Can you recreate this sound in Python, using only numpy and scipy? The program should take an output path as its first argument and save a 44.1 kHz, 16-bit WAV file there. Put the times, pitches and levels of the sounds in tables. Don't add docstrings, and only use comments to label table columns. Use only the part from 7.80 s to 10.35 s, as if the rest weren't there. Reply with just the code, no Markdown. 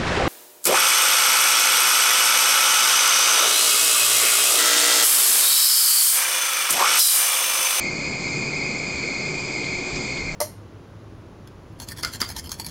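import sys
import numpy as np
from scipy import signal
from scipy.fft import rfft, irfft
from scipy.io import wavfile
from scipy.ndimage import uniform_filter1d

SR = 44100
rng = np.random.default_rng(int(sys.argv[2]) if len(sys.argv) > 2 else 0)


def materialize(psi):
    bounded = np.clip(np.atleast_2d(psi).T, -1, 1)
    quanta = np.round(bounded * 32767).astype(np.int16)
    wavfile.write(sys.argv[1], SR, quanta)


def elevation(decibels):
    levels = np.asarray(decibels, float)
    return 10 ** (levels / 20)


N = 112454


def level(x, db):
    return x * elevation(db) / np.sqrt(np.mean(x ** 2))


def curve(table, axis=1):
    points = np.array(table)
    return np.interp(np.arange(N) / SR, points[:, 0], points[:, axis])


def walk(rate_hz):
    hold = int(SR / rate_hz)
    held = rng.standard_normal(400)[np.arange(N) // hold % 400]
    slewed = uniform_filter1d(uniform_filter1d(held, hold), hold)
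    return slewed / slewed.std()


def resonance(hz, width_hz):
    b, a = signal.iirpeak(hz, hz / width_hz, fs=SR)
    return level(signal.lfilter(b, a, rng.standard_normal(N)), 0)


def converters():
    # (time [s], level [dB], brightness [dB per multiple], lean to the high limit [dB])
    whine = [(0.0, -30, 0.5, -3.5), (0.01, -29.5, 1.5, -4.5), (0.08, -25, -3.5, -4.5), (0.1, -29, 0.5, -3),
             (0.22, -28.5, -0.5, -0.5), (0.25, -27, -1, 3.5), (0.43, -32, 2, 0.0), (0.46, -27.5, 0.5, -3.5),
             (0.49, -30, 1.5, 1.5), (0.81, -26.5, -1.5, 0.0), (1.08, -30.5, 1, 0.0), (1.32, -27, -1, -3),
             (1.6, -30.5, 1, 4), (1.87, -28.5, -0.5, -2.5), (2.12, -31, 1, 1.5), (2.38, -29, -0.5, -5),
             (2.53, -32.5, -1, -5.5), (2.55, -42, 3.5, -1)]
    # (multiple of the switching rate, level [dB], tilt from low to high limit [dB])
    multiples = [(1, 2, -1.5), (2, -5, -0.5), (3, -9.5, 3), (4, -54.5, 22.5)]
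    count = 6
    low_hz, high_hz = 2103.2, 2502.3
    sweeps_per_s, pace_spread, pace_wander, wander_hz = 20, .25, .35, 14
    bend = 0.9284
    detune, jitter_hz, jitter_rate_hz = .007, 14.11, 150
    flutter_db, flutter_hz = 1.15, 30
    echo_turn_hz = 2.0

    brightness_db, lean_db = curve(whine, axis=2), curve(whine, axis=3)
    drift = 2 * np.pi * echo_turn_hz * np.arange(N) / SR
    out = 0
    for pace in np.linspace(-1, 1, num=count):
        sweep_hz = sweeps_per_s * np.exp(pace_spread * pace + pace_wander * walk(wander_hz))
        turn = 2 * np.pi * (np.cumsum(sweep_hz) / SR + rng.random())
        place = np.arcsin(bend * np.sin(turn)) / np.arcsin(bend) / 2
        hz = (low_hz + high_hz) / 2 + (high_hz - low_hz) * place
        trembling_hz = hz * (1 + detune * pace) + jitter_hz * walk(jitter_rate_hz)
        phase = 2 * np.pi * np.cumsum(trembling_hz) / SR
        frame = 0
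        for multiple, db, tilt_db in multiples:
            tone_db = db + (tilt_db + lean_db) * place + (multiple - 1) * brightness_db
            frame = frame + elevation(tone_db) * np.sin(multiple * phase)
        frame = frame * elevation(flutter_db * walk(flutter_hz))
        out = out + frame + echo(frame * np.cos(drift + pace)) + echo(frame * np.sin(drift + pace))
    return level(out, 0) * elevation(curve(whine))


def echo(x):
    t60_s, echo_db = 0.23, 4.5
    t = np.arange(SR // 3) / SR
    scatter = rng.standard_normal(len(t)) * elevation(-60 * t / t60_s)
    tail = level(scatter, echo_db) / np.sqrt(len(t))
    led_in = np.concatenate([x[:len(t)][::-1], x])
    return signal.oaconvolve(led_in, tail)[len(t):len(t) + N]


def air():
    # (frequency [Hz], width [Hz], level [dB])
    hiss = [(3500, 620, -0.5), (5600, 1100, -5), (7670, 1500, 0), (7950, 300, -5.5)]
    # (time [s], level [dB])
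    hiss_level = [
        (0.0, -53),
        (0.35, -50),
        (1.46, -48),
        (1.74, -46),
        (2.24, -44),
        (2.41, -49),
        (2.55, -58.5),
    ]
    out = 0
    for hz, width_hz, db in hiss:
        out = out + elevation(db + 0.37 * walk(7.9)) * resonance(hz, width_hz)
    return elevation(curve(hiss_level)) * out


def ticks():
    # (time [s], peak level [dB], centre [Hz], decay t60 [s], snap level [dB])
    rustles = [
        (.255, -35, 3500, 0.11, -7),
        (0.48, -29, 3920, 0.063, 2.5),
        (1.832, -37, 3270, .04, -1),
        (1.842, -30, 3660, 0.058, 2),
        (1.862, -31, 3660, .04, -5),
        (2.157, -26, 4860, 0.086, 1),
        (2.372, -32, 3550, .08, 4),
    ]
    rise_s, snap_t60_s = 0.0013, .012
    hiss_db, narrow_hz, wide_db = -4.5, 1100, -4.5

    t = np.arange(N) / SR
    wide = resonance(3000, 3500)
    out = 0
    for at, db, hz, t60_s, snap_db in rustles:
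        age = np.maximum(t - at, 0)
        shape = np.minimum(age / rise_s, 1) * elevation(-60 * age / t60_s)
        snap = (age > 0) * elevation(snap_db - 60 * age / snap_t60_s) * np.sin(2 * np.pi * hz * age)
        hiss = shape * (resonance(hz, narrow_hz) + elevation(wide_db) * wide)
        out = out + elevation(db) * (snap + elevation(hiss_db) * hiss)
    return out


def wind():
    # (time [s], level [dB], length [s], pitch [Hz])
    bumps = [
        (1.16, -40, 0.017, 70),
        (1.97, -46, .025, 35),
        (2.143, -38, .028, 45),
        (2.31, -45, 0.04, 65.4),
        (2.413, -41, .025, 39.7),
        (2.444, -38.5, 0.026, 89),
        (2.48, -40, .03, 38),
        (2.54, -37, .03, 30),
    ]
    wind_db, wind_hz, width_hz = -58, 38, 60
    gust_db, gust_hz = 2.5, 4.5

    t = np.arange(N) / SR
    b, a = signal.butter(2, 2 * wind_hz, fs=SR)
    low = signal.lfilter(b, a, resonance(wind_hz, width_hz))
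    out = level(low, wind_db) * elevation(gust_db * walk(gust_hz))
    for at, db, length_s, hz in bumps:
        bump = np.exp(-((t - at) / length_s) ** 2) * np.cos(2 * np.pi * hz * (t - at))
        out = out - 2 * elevation(db) * bump
    return out


def hum():
    # (frequency [Hz], density [dB per Hz])
    colour_points = [(25, -17.5), (90, -12.5), (140, -6.5), (350, -7), (700, -15), (1800, -23.5),
                     (3000, -29.5), (9000, -26.5)]
    # (time [s], level [dB])
    hum_level = [
        (0.0, -37),
        (0.36, -37),
        (0.38, -40.5),
        (0.39, -37),
        (2.48, -39),
        (2.55, -38),
    ]
    # (frequency [Hz], width [Hz], level [dB])
    body = [(129.8, 12, -46.5), (147.5, 12.5, -41), (203.8, 9.8, -48.5), (278.6, 19, -45), (366.2, 11, -44)]
    hum_db, swell_db, flicker_db, body_flicker_db = 6, 0.22, 0.6, 2

    f = np.fft.rfftfreq(N, 1 / SR) + 1
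    points = np.array(colour_points)
    colour = elevation(np.interp(np.log(f), np.log(points[:, 0]), points[:, 1]))
    swell = walk(1.46)
    noise = 0
    for step in range(27):
        share = np.cos(np.pi / 2 * np.clip(3 * np.log2(f / 25) - step, -1, 1))
        band = irfft(rfft(rng.standard_normal(N)) * colour * share, N)
        noise = noise + band * elevation(swell_db * swell + flicker_db * walk(11.8))
    out = level(noise, hum_db) * elevation(curve(hum_level))
    for hz, width_hz, db in body:
        out = out + elevation(db + body_flicker_db * walk(6.4)) * resonance(hz, width_hz)
    return out


def scene():
    return (converters() + air() + ticks() + wind() + hum())[None]


def band_limit(x):
    return signal.sosfilt(signal.butter(12, 8960, fs=SR, output="sos"), x)


def record(dry):
    camera_rate_hz = 16000
    guard_hz, roll_hz, top_hz = 7970, 7500, 8550
    offset = -.0024

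    taken = signal.sosfilt(signal.ellip(10, .5, 60, guard_hz, fs=SR, output="sos"), dry)
    mirrored = taken * (1 + 2 * np.cos(2 * np.pi * camera_rate_hz * np.arange(N) / SR))
    soft = signal.sosfilt(signal.butter(12, roll_hz, fs=SR, output="sos"), mirrored)
    cut = signal.sosfilt(signal.ellip(8, .5, 80, top_hz, fs=SR, output="sos"), soft)
    return band_limit(cut + offset)


dry = scene()
out = record(dry)
materialize(out)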